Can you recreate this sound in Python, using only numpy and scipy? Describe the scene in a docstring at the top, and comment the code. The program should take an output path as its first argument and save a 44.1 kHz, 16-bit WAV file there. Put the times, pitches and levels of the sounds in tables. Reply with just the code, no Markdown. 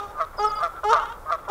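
"""A walled pond with two geese calling: one honks on a clear rising note, the other grunts low and
breaks into a falling cluck. Both are sums of partials with moving pitch, level and roughness.
Walls return late echoes, banks and trees a diffuse tail (noise convolution). A far goose holds a thin
note (one partial), a songbird whistles (gliding sines); far clamour and wind (coloured noise) fill the gaps."""
import sys
import numpy as np
from scipy import signal
from scipy.fft import rfft, irfft, next_fast_len
from scipy.io import wavfile
from scipy.ndimage import uniform_filter1d, map_coordinates

SR = 44100
rng = np.random.default_rng(int(sys.argv[2]) if len(sys.argv) > 2 else 0)


def generate_wav(signal):
    """Clip the signal to [-1, 1] and save it as 16-bit WAV at the path in sys.argv[1]."""
    frames = np.transpose(np.atleast_2d(signal))
    scaled = np.clip(frames, -1, 1) * 32767
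    pcm = np.round(scaled).astype(np.int16)
    wavfile.write(sys.argv[1], SR, pcm)


def magnitude_from_level(level_db):
    """Linear magnitude for a level in decibels (20 dB per decade)."""
    exponent = np.asarray(level_db, float) / 20
    return 10 ** exponent


N = 66150  # samples


def unit(x):
    """Scale to rms 1."""
    return x / np.sqrt(np.mean(x ** 2) + 1e-20)


def along(points, hz):
    """Interpolate (f/Hz, value) points on a log frequency axis."""
    f, v = np.transpose(points)
    return np.interp(np.log(hz + 1), np.log(f + 1), v)


def coloured(x, points):
    """Filter x by a (f/Hz, gain/dB) curve."""
    m = next_fast_len(len(x) + 8192)
    gain = magnitude_from_level(along(points, np.fft.rfftfreq(m, 1 / SR)))
    return irfft(rfft(x, m) * gain, m)[:len(x)]


def wobble(n, rate_hz):
    """Smooth random curve through rate_hz normal knots per second."""
    knots = rng.standard_normal(int(n * rate_hz / SR) + 4)
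    return map_coordinates(knots, [np.arange(n) * rate_hz / SR])


# noise colours of clamour, hiss and wind rumble: [f/Hz, gain/dB]
CLAMOUR_COLOUR = [(88, -26), (150, -18), (499, -4), (559, -3.5), (723, -5), (782, -5.5), (856, -4),
                  (1110, -6), (1390, -4.5), (2200, -36), (2860, -76), (4840, -120)]
HISS_COLOUR = [(1060, -24), (1800, -3), (2220, -4.5), (3150, -11.5), (3540, -9.5), (4200, -12.5),
               (15600, -12.5)]
RUMBLE_COLOUR = [(12, -20), (20, 4.5), (41, -3.5), (81, -7), (124, -14), (200, -21), (260, -32),
                 (440, -120)]
# far clamour: [t/s, level/dB]
CLAMOUR_LEVEL = [(0, -45), (.15, -44), (0.301, -46), (.5, -42.5), (.7, -45.5), (.8, -43), (.83, -56),
                 (.9, -43.5), (1.15, -43.5), (1.25, -46), (1.4, -45.5), (1.5, -46)]


def background():
    """Far traffic and calls blurred to noise, hiss, and a wavering low rumble of wind."""
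    clamour_db = np.interp(np.arange(N) / SR, *np.transpose(CLAMOUR_LEVEL))
    hiss_db = -57.5 + 0.59 * wobble(N, 4)
    rumble_db = -47 + 0.27 * wobble(N, 8.5)
    layers = [(CLAMOUR_COLOUR, clamour_db), (HISS_COLOUR, hiss_db), (RUMBLE_COLOUR, rumble_db)]
    return sum(magnitude_from_level(db) * unit(coloured(rng.standard_normal(N), colour)) for colour, db in layers)


# absorption of banks and walls: [f/Hz, gain/dB]
ECHO_COLOUR = [(300, 3), (450, -18), (850, -9), (1250, -3), (2000, -0.5), (3500, -0.5), (5000, -10.5),
               (9000, -5)]


def pond(x):
    """Diffuse tail off banks and trees: decaying noise with a soft onset."""
    t60_s, gain_db, onset_s = .35, -14, 0.017
    t = np.arange(SR) / SR
    tail = rng.standard_normal(SR) * magnitude_from_level(-60 * t / t60_s) * np.minimum(1, t / onset_s)
    wet = signal.fftconvolve(x, tail / np.linalg.norm(tail))[:N]
    return magnitude_from_level(gain_db) * coloured(wet, ECHO_COLOUR)


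def echoes(x, walls):
    """Each wall returns one sharp copy with a short scattered tail."""
    scatter_db = -7  # tail re sharp copy
    t = np.arange(SR // 2) / SR
    path = np.zeros(len(t))
    for delay_s, db, smear_s in walls:
        decay = (t > delay_s) * np.exp(-np.maximum(t - delay_s, 0) / smear_s)
        tail = decay * rng.standard_normal(len(t))
        path += magnitude_from_level(db + scatter_db) * tail / np.linalg.norm(tail)
        path[round(delay_s * SR)] += magnitude_from_level(db)
    return coloured(signal.fftconvolve(x, path)[:N], ECHO_COLOUR)


# songbird glides: [start t/s, end t/s, start f/Hz, end f/Hz, peak level before trim and flutter/dB]
BIRD_NOTES = [(0.372, 0.383, 5320, 4840, -46.5), (0.384, 0.42, 4944, 4720, -38),
              (0.425, .431, 4550, 6480, -39.5), (0.428, 0.45, 6400, 6580, -50),
              (0.445, 0.466, 6900, 9000, -50), (0.468, 0.485, 5350, 4950, -36.5),
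              (0.483, 0.496, 4960, 4930, -57), (0.499, 0.513, 4910, 4730, -39),
              (0.517, 0.518, 4500, 7000, -39), (0.52, 0.535, 6370, 6500, -51),
              (0.538, 0.555, 6600, 9100, -52.5), (0.554, 0.568, 4920, 4750, -42),
              (0.567, 0.594, 4730, 4810, -43.5), (.592, 0.612, 4720, 4640, -50),
              (0.603, .613, 6500, 9360, -50.5)]


def songbird():
    """Gliding whistles with fluttering level, doubled by a near reflection."""
    edge_s, trim_db, flutter_db = .002, -0.5, 1.5
    reflection_s, reflection_db = .0035, -9
    t, out = np.arange(N) / SR, np.zeros(N)
    for start, end, from_hz, to_hz, db in BIRD_NOTES:
        glide_hz = np.interp(t, [start, end], [from_hz, to_hz])
        gate = np.clip(np.minimum(t - start, end - t) / edge_s + .5, 0, 1)
        level = magnitude_from_level(db + trim_db + flutter_db * wobble(N, 121.2))
        out += level * gate * np.sin(2 * np.pi * np.cumsum(glide_hz) / SR)
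    return out + magnitude_from_level(reflection_db) * np.roll(out, round(reflection_s * SR))


DRIFT_DB, DRIFT_RATE_HZ, DRIFT_FROM_HZ = 2.5, 35, 2300  # treble partials swell and sink one by one
MOST_SHAKE = .9  # cap on shake depth: the treble keeps its pulses


def voice(rows, partials, rough, count, gate=0):
    """One call as a sum of shaken partials; partials(k, Hz, time, columns) gives their rms dB."""
    s, *cols = np.transpose(rows)
    i = np.arange(max(round(s[0] * SR), 0), min(round(s[-1] * SR), N))
    pitch_hz, *rest = [np.interp(i / SR, s, c) for c in cols]
    k = np.arange(1, count + 1)[:, None]
    hz = k * pitch_hz
    treble = hz > DRIFT_FROM_HZ

    jitter = np.min(rough) * 0.039 * wobble(len(i), 141.7)
    phase = 2 * np.pi * np.cumsum(pitch_hz * (1 + jitter)) / SR

    level = magnitude_from_level(partials(k, hz, i / SR - s[0], *rest)) * (hz < 15000)
    drift = np.array([wobble(len(i), DRIFT_RATE_HZ) for _ in k])
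    level = level * magnitude_from_level(DRIFT_DB * treble * drift)
    burst = np.exp(gate * np.cos(phase)) / np.sqrt(np.i0(2 * gate))  # rms 1 over a pulse
    level = level * np.where(treble, burst, 1)

    # random size and phase slip of each partial, deeper with frequency
    knots = rng.standard_normal((2, count, len(i) // 96 + 2))[:, :, np.arange(len(i)) // 96]
    depth = np.minimum(rough * (hz / 1000) ** 1.4, MOST_SHAKE)
    size, slip = depth * uniform_filter1d(knots, size=96, axis=2)
    level = level * (1 + size) / np.sqrt(1 + depth ** 2)
    tone = np.sum(level * np.sin(k * phase - 0.0046 * k * k + slip), axis=0)

    # 3.5 ms fades, none where the call meets either end of the scene
    fade_in = i - i[0] + (i[0] == 0) * SR
    fade_out = i[-1] - i + (i[-1] == N - 1) * SR
    edge = np.minimum(1, np.minimum(fade_in, fade_out) / (0.0035 * SR))
    out = np.zeros(N)
    out[i] = np.sqrt(2) * tone * edge
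    return out


FAR_ROUGH = .2  # shake at 1 kHz, far goose and fading honk
# far goose, one list a note: [t/s, f/Hz, level/dB]
FAR_NOTES = [
    [(0.3, 1389, -64), (0.314, 1413, -65), (0.32, 1387, -58), (0.346, 1300, -60), (0.38, 1291, -68)],
    [(0.69, 1357, -31), (0.718, 1286, -53), (0.752, 1386, -39), (0.798, 1331, -36), (0.82, 1329, -68)],
    [(1.37, 1343, -53), (1.418, 1359, -62), (1.43, 1287, -82), (1.454, 1373, -65), (1.48, 1338, -31)],
]


def far_goose():
    """One wavering partial is all that carries from across the water."""
    def partials(k, hz, t, db):
        return db + 0 * hz
    return sum(voice(rows, partials, FAR_ROUGH, count=1) for rows in FAR_NOTES)


# echoes of a honk just gone: [t/s, pitch f/Hz, 2nd partial level/dB, 3rd partial level/dB, treble re 2nd/dB]
FADING_HONK = [(0.0, 420, -46.5, -26.5, -5), (0.01, 402, -36.5, -36.5, -25),
               (0.042, 412.5, -38, -36, -19.5), (0.064, 404, -47, -37.5, -17),
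               (0.074, 403.7, -51.5, -49, -15.5), (0.108, 410.8, -42, -46, -23.5),
               (0.138, 400.6, -55, -56, -24), (0.16, 413, -43, -35.5, -29)]


def fading_honk():
    """Remains of a honk just gone: weak, rough honk partials with the croak suppressed."""
    return honk(FADING_HONK, -120, FAR_ROUGH)


# partials 1-14 before and after the break: [level re call/dB]; the 4th follows its own column instead
GRUNT = [-33.5, -65, -27.5, 0, -21.5, -17, -10, 0, -59, -14.5, -24, -37.5, -48, -31]
BREAK = [-80, -31.5, -17.5, 0, -62, -63, 4.5, 1, -60, -18, -20.5, -14.5, -45, -23.5]
# partials above the 14th: [f/Hz, level re call/dB]
CLUCK_TREBLE = [(2400, -39), (2800, -46), (3500, -34.5), (4200, -38.5), (4800, -44), (5500, -38.5),
                (6300, -45), (7200, -55.5), (8000, -52), (8800, -53), (9800, -63.5), (11000, -53),
                (12500, -74)]
BREAK_FROM_DB, BREAK_SPAN_DB = -13, 12.5  # 4th partial re call at break onset; rise to full break
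EVERY_FOURTH_DB, GRUNT_DULL_DB = 15.5, -20.5  # treble: boost of every 4th partial; cut before the break
CLUCK_ROUGH, FOURTHS_STEADY = .15, .5  # shake at 1 kHz; its factor for every 4th partial
CLUCK_GATE = 1.3  # treble comes in one burst a pulse


def cluck(rows):
    """Slow pulses; at the break the 4th and 7th partials and the treble jump up."""
    def partials(k, hz, t, level, fourth, treble):
        broke = np.clip((fourth - level - BREAK_FROM_DB) / BREAK_SPAN_DB, 0, 1)
        row = np.minimum(k, len(GRUNT)) - 1
        low = np.array(GRUNT)[row] * (1 - broke) + np.array(BREAK)[row] * broke
        high = treble + along(CLUCK_TREBLE, hz)
        high = high + EVERY_FOURTH_DB * (k % 4 == 0) + GRUNT_DULL_DB * (1 - broke)
        return np.where(k == 4, fourth, level + np.where(k <= len(GRUNT), low, high))
    k = np.arange(1, 73)[:, None]
    rough = CLUCK_ROUGH * np.where(k % 4, 1, FOURTHS_STEADY)
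    return voice(rows, partials, rough, count=72, gate=CLUCK_GATE)


# clucks, one list a call: [t/s, pulse rate f/Hz, level/dB, 4th partial level/dB, treble trim/dB]
CLUCKS = [
    [(0.14, 148, -68, -46, -8), (0.148, 143.9, -60, -61, -7), (0.162, 150.8, -39.5, -54, -3),
     (0.19, 149.8, -29.5, -44, 8), (0.194, 148.9, -30, -41, -3), (0.204, 175.8, -31.5, -30.5, -12),
     (0.214, 163.1, -24.5, -27.5, -1), (0.236, 156.8, -30.5, -37, -6), (0.255, 155, -50, -48, 7)],
    [(0.585, 155.6, -36, -27.5, 3), (0.599, 149.1, -33, -65, 12), (0.621, 152, -23.5, -43.5, -3),
     (0.631, 172.4, -32, -25.5, 0), (0.639, 173.1, -25, -28.5, 5), (0.663, 165.6, -28, -33, -5),
     (0.685, 159, -50.5, -39, 0)],
    [(1.255, 155, -46, -41, -18), (1.301, 155.3, -25, -54, 3), (1.307, 152.5, -21.5, -34.5, -5),
     (1.315, 172.4, -34, -37, -6), (1.323, 170.9, -25, -26.5, 1.5), (1.345, 161.2, -33, -31.5, -8),
     (1.362, 161, -29, -38.5, 0)],
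]
# double cluck overlapping the second honk, same columns
DOUBLE_CLUCK = [
    [(.9, 158.2, -50, -46, -3), (.92, 162.5, -25.5, -75, -6), (.928, 157.5, -15, -24, 11.5),
     (.938, 154.3, -15.5, -28.5, 10), (.948, 147.8, -21, -28, 12), (.955, 148, -13.5, -32.5, -10),
     (.962, 148, -30, -46, 3)],
    [(.95, 173.3, -69, -65, 3), (.96, 176, -25.5, -26, -2), (.968, 164.2, -28, -28.5, -0.5),
     (.98, 165, -30, -30.5, -6), (.99, 157.6, -20.5, -44, -11), (1.005, 154.2, -28, -37, -5),
     (1.03, 140.7, -35.5, -79, -6), (1.04, 138, -17, -72, 1)],
]


def second_goose():
    """Grunts that break into falling clucks, by slow pulses rich in partials."""
    return sum(cluck(rows) for rows in [*CLUCKS, *DOUBLE_CLUCK])


# throat colour of the 4th and 5th partials: [f/Hz, level re 2nd/dB]
HONK_MIDDLE = [(1640, -17.5), (1710, -20), (1860, -26), (2100, -22), (2200, -29.5), (2330, -39)]
# honk partials above the 5th: [f/Hz, gain/dB]
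HONK_TREBLE = [(2350, -0.5), (2750, -8.5), (2950, 1), (3400, -1), (3700, 1.5), (4000, -19), (4300, -1.5),
               (4900, -12.5), (5600, -3.5), (6500, -13.5), (7200, -11.5), (8000, -19), (8900, -19),
               (9800, -24), (11000, -19), (12000, -46)]
# half-pitch croak: [f/Hz, gain/dB]
CROAK_COLOUR = [(200, -29), (600, 0.5), (1100, 2), (1500, -2), (2500, -53), (5800, -39), (9000, -62)]
HONK_ROOT_DB = -6  # lowest partial re 2nd
CROAK_SIGMA_S = 0.0061  # sigma of the croak's Gaussian power decay


def honk(rows, croak_db, rough):
    """Partials on half the pitch: the even ones carry the note, the odd ones croak at the start."""
    def partials(k, hz, t, second, third, treble):
        note = np.select([k == 2, k == 4, k == 6, k <= 10],
                         [second + HONK_ROOT_DB, second, third, second + along(HONK_MIDDLE, hz)],
                         second + treble + along(HONK_TREBLE, hz))
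        decay_db = 20 * np.log10(np.e) * (t / CROAK_SIGMA_S / 2) ** 2
        croak = croak_db - decay_db + along(CROAK_COLOUR, hz)
        return np.where(k % 2, croak, note)
    half_pitch = [(s, hz / 2, *c) for s, hz, *c in rows]
    return voice(half_pitch, partials, rough, count=64)


# honks, one list a call: [t/s, pitch f/Hz, 2nd partial level/dB, 3rd partial level/dB, treble re 2nd/dB]
HONKS = [
    [(.38, 403, -73, -58, -26), (.386, 399, -56, -38, -26), (.389, 395, -40, -30, -25),
     (.398, 414.3, -26, -25.5, -25.5), (.428, 416.9, -24.5, -38, -27.5), (.44, 422.6, -23.5, -24, -25.5),
     (.448, 429.9, -22, -19.5, -23), (.458, 422.7, -25.5, -17, -27), (.47, 423, -27, -25, -25),
     (.485, 433.6, -32, -28.5, -39), (.5, 438, -40, -38.5, -16)],
    [(.832, 420, -52, -55, -22), (.838, 412.2, -56, -29, -12), (.841, 414.2, -35, -29, -13.5),
     (.854, 413.7, -23.5, -25, -29), (.88, 424.2, -22.5, -74, -28.5), (.895, 428.7, -20.5, -25, -24.5),
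     (.903, 444.8, -20, -24.5, -23), (.912, 463, -18, -23, -23.5), (.928, 468, -20.5, -38, -31.5),
     (.936, 465, -23, -19.5, -14.5), (.945, 440, -64, -62, -6)],
    [(1.478, 396, -70.5, -60, -33), (1.486, 398, -43, -38.5, -11), (1.5, 419, -22, -30, -24.5)],
]
# croak opening each honk: [level before colour/dB]
CROAKS_DB = [-33.5, -30.5, -32.5]


def first_goose():
    """Clear rising honks, each opened by a half-pitch croak; shake .045 at 1 kHz."""
    return sum(honk(rows, db, .045) for rows, db in zip(HONKS, CROAKS_DB))


# wall echoes of honks and clucks: [delay t/s, level before colour/dB, smear time constant t/s]
HONK_ECHOES = [(.064, -6.5, 0.0102), (.087, -13.5, 0.024), (.122, -8, 0.024), (.19, -12, .015)]
CLUCK_ECHOES = [(.065, -21, .008), (.128, -18.5, .008), (.19, -24, .015)]


def scene():
    """Both geese with their echoes, far goose, bird and background."""
    first, second, gone = first_goose(), second_goose(), fading_honk()
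    geese = first + second + gone
    wet = echoes(first, HONK_ECHOES) + echoes(second, CLUCK_ECHOES) + pond(geese)
    return (geese + wet + far_goose() + songbird() + background())[None]


def band_limit(x):
    """A steep low-pass at the top of the band."""
    return signal.sosfilt(signal.butter(12, 15700, fs=SR, output="sos"), x)


def record(dry):
    """Band limit: steep low-pass, -60 dB within 150 Hz above top_hz."""
    top_hz = 15750
    mix = coloured(dry[0], [(top_hz, 0), (top_hz + 150, -60)])[None]
    return band_limit(mix)


dry = scene()
out = record(dry)
generate_wav(out)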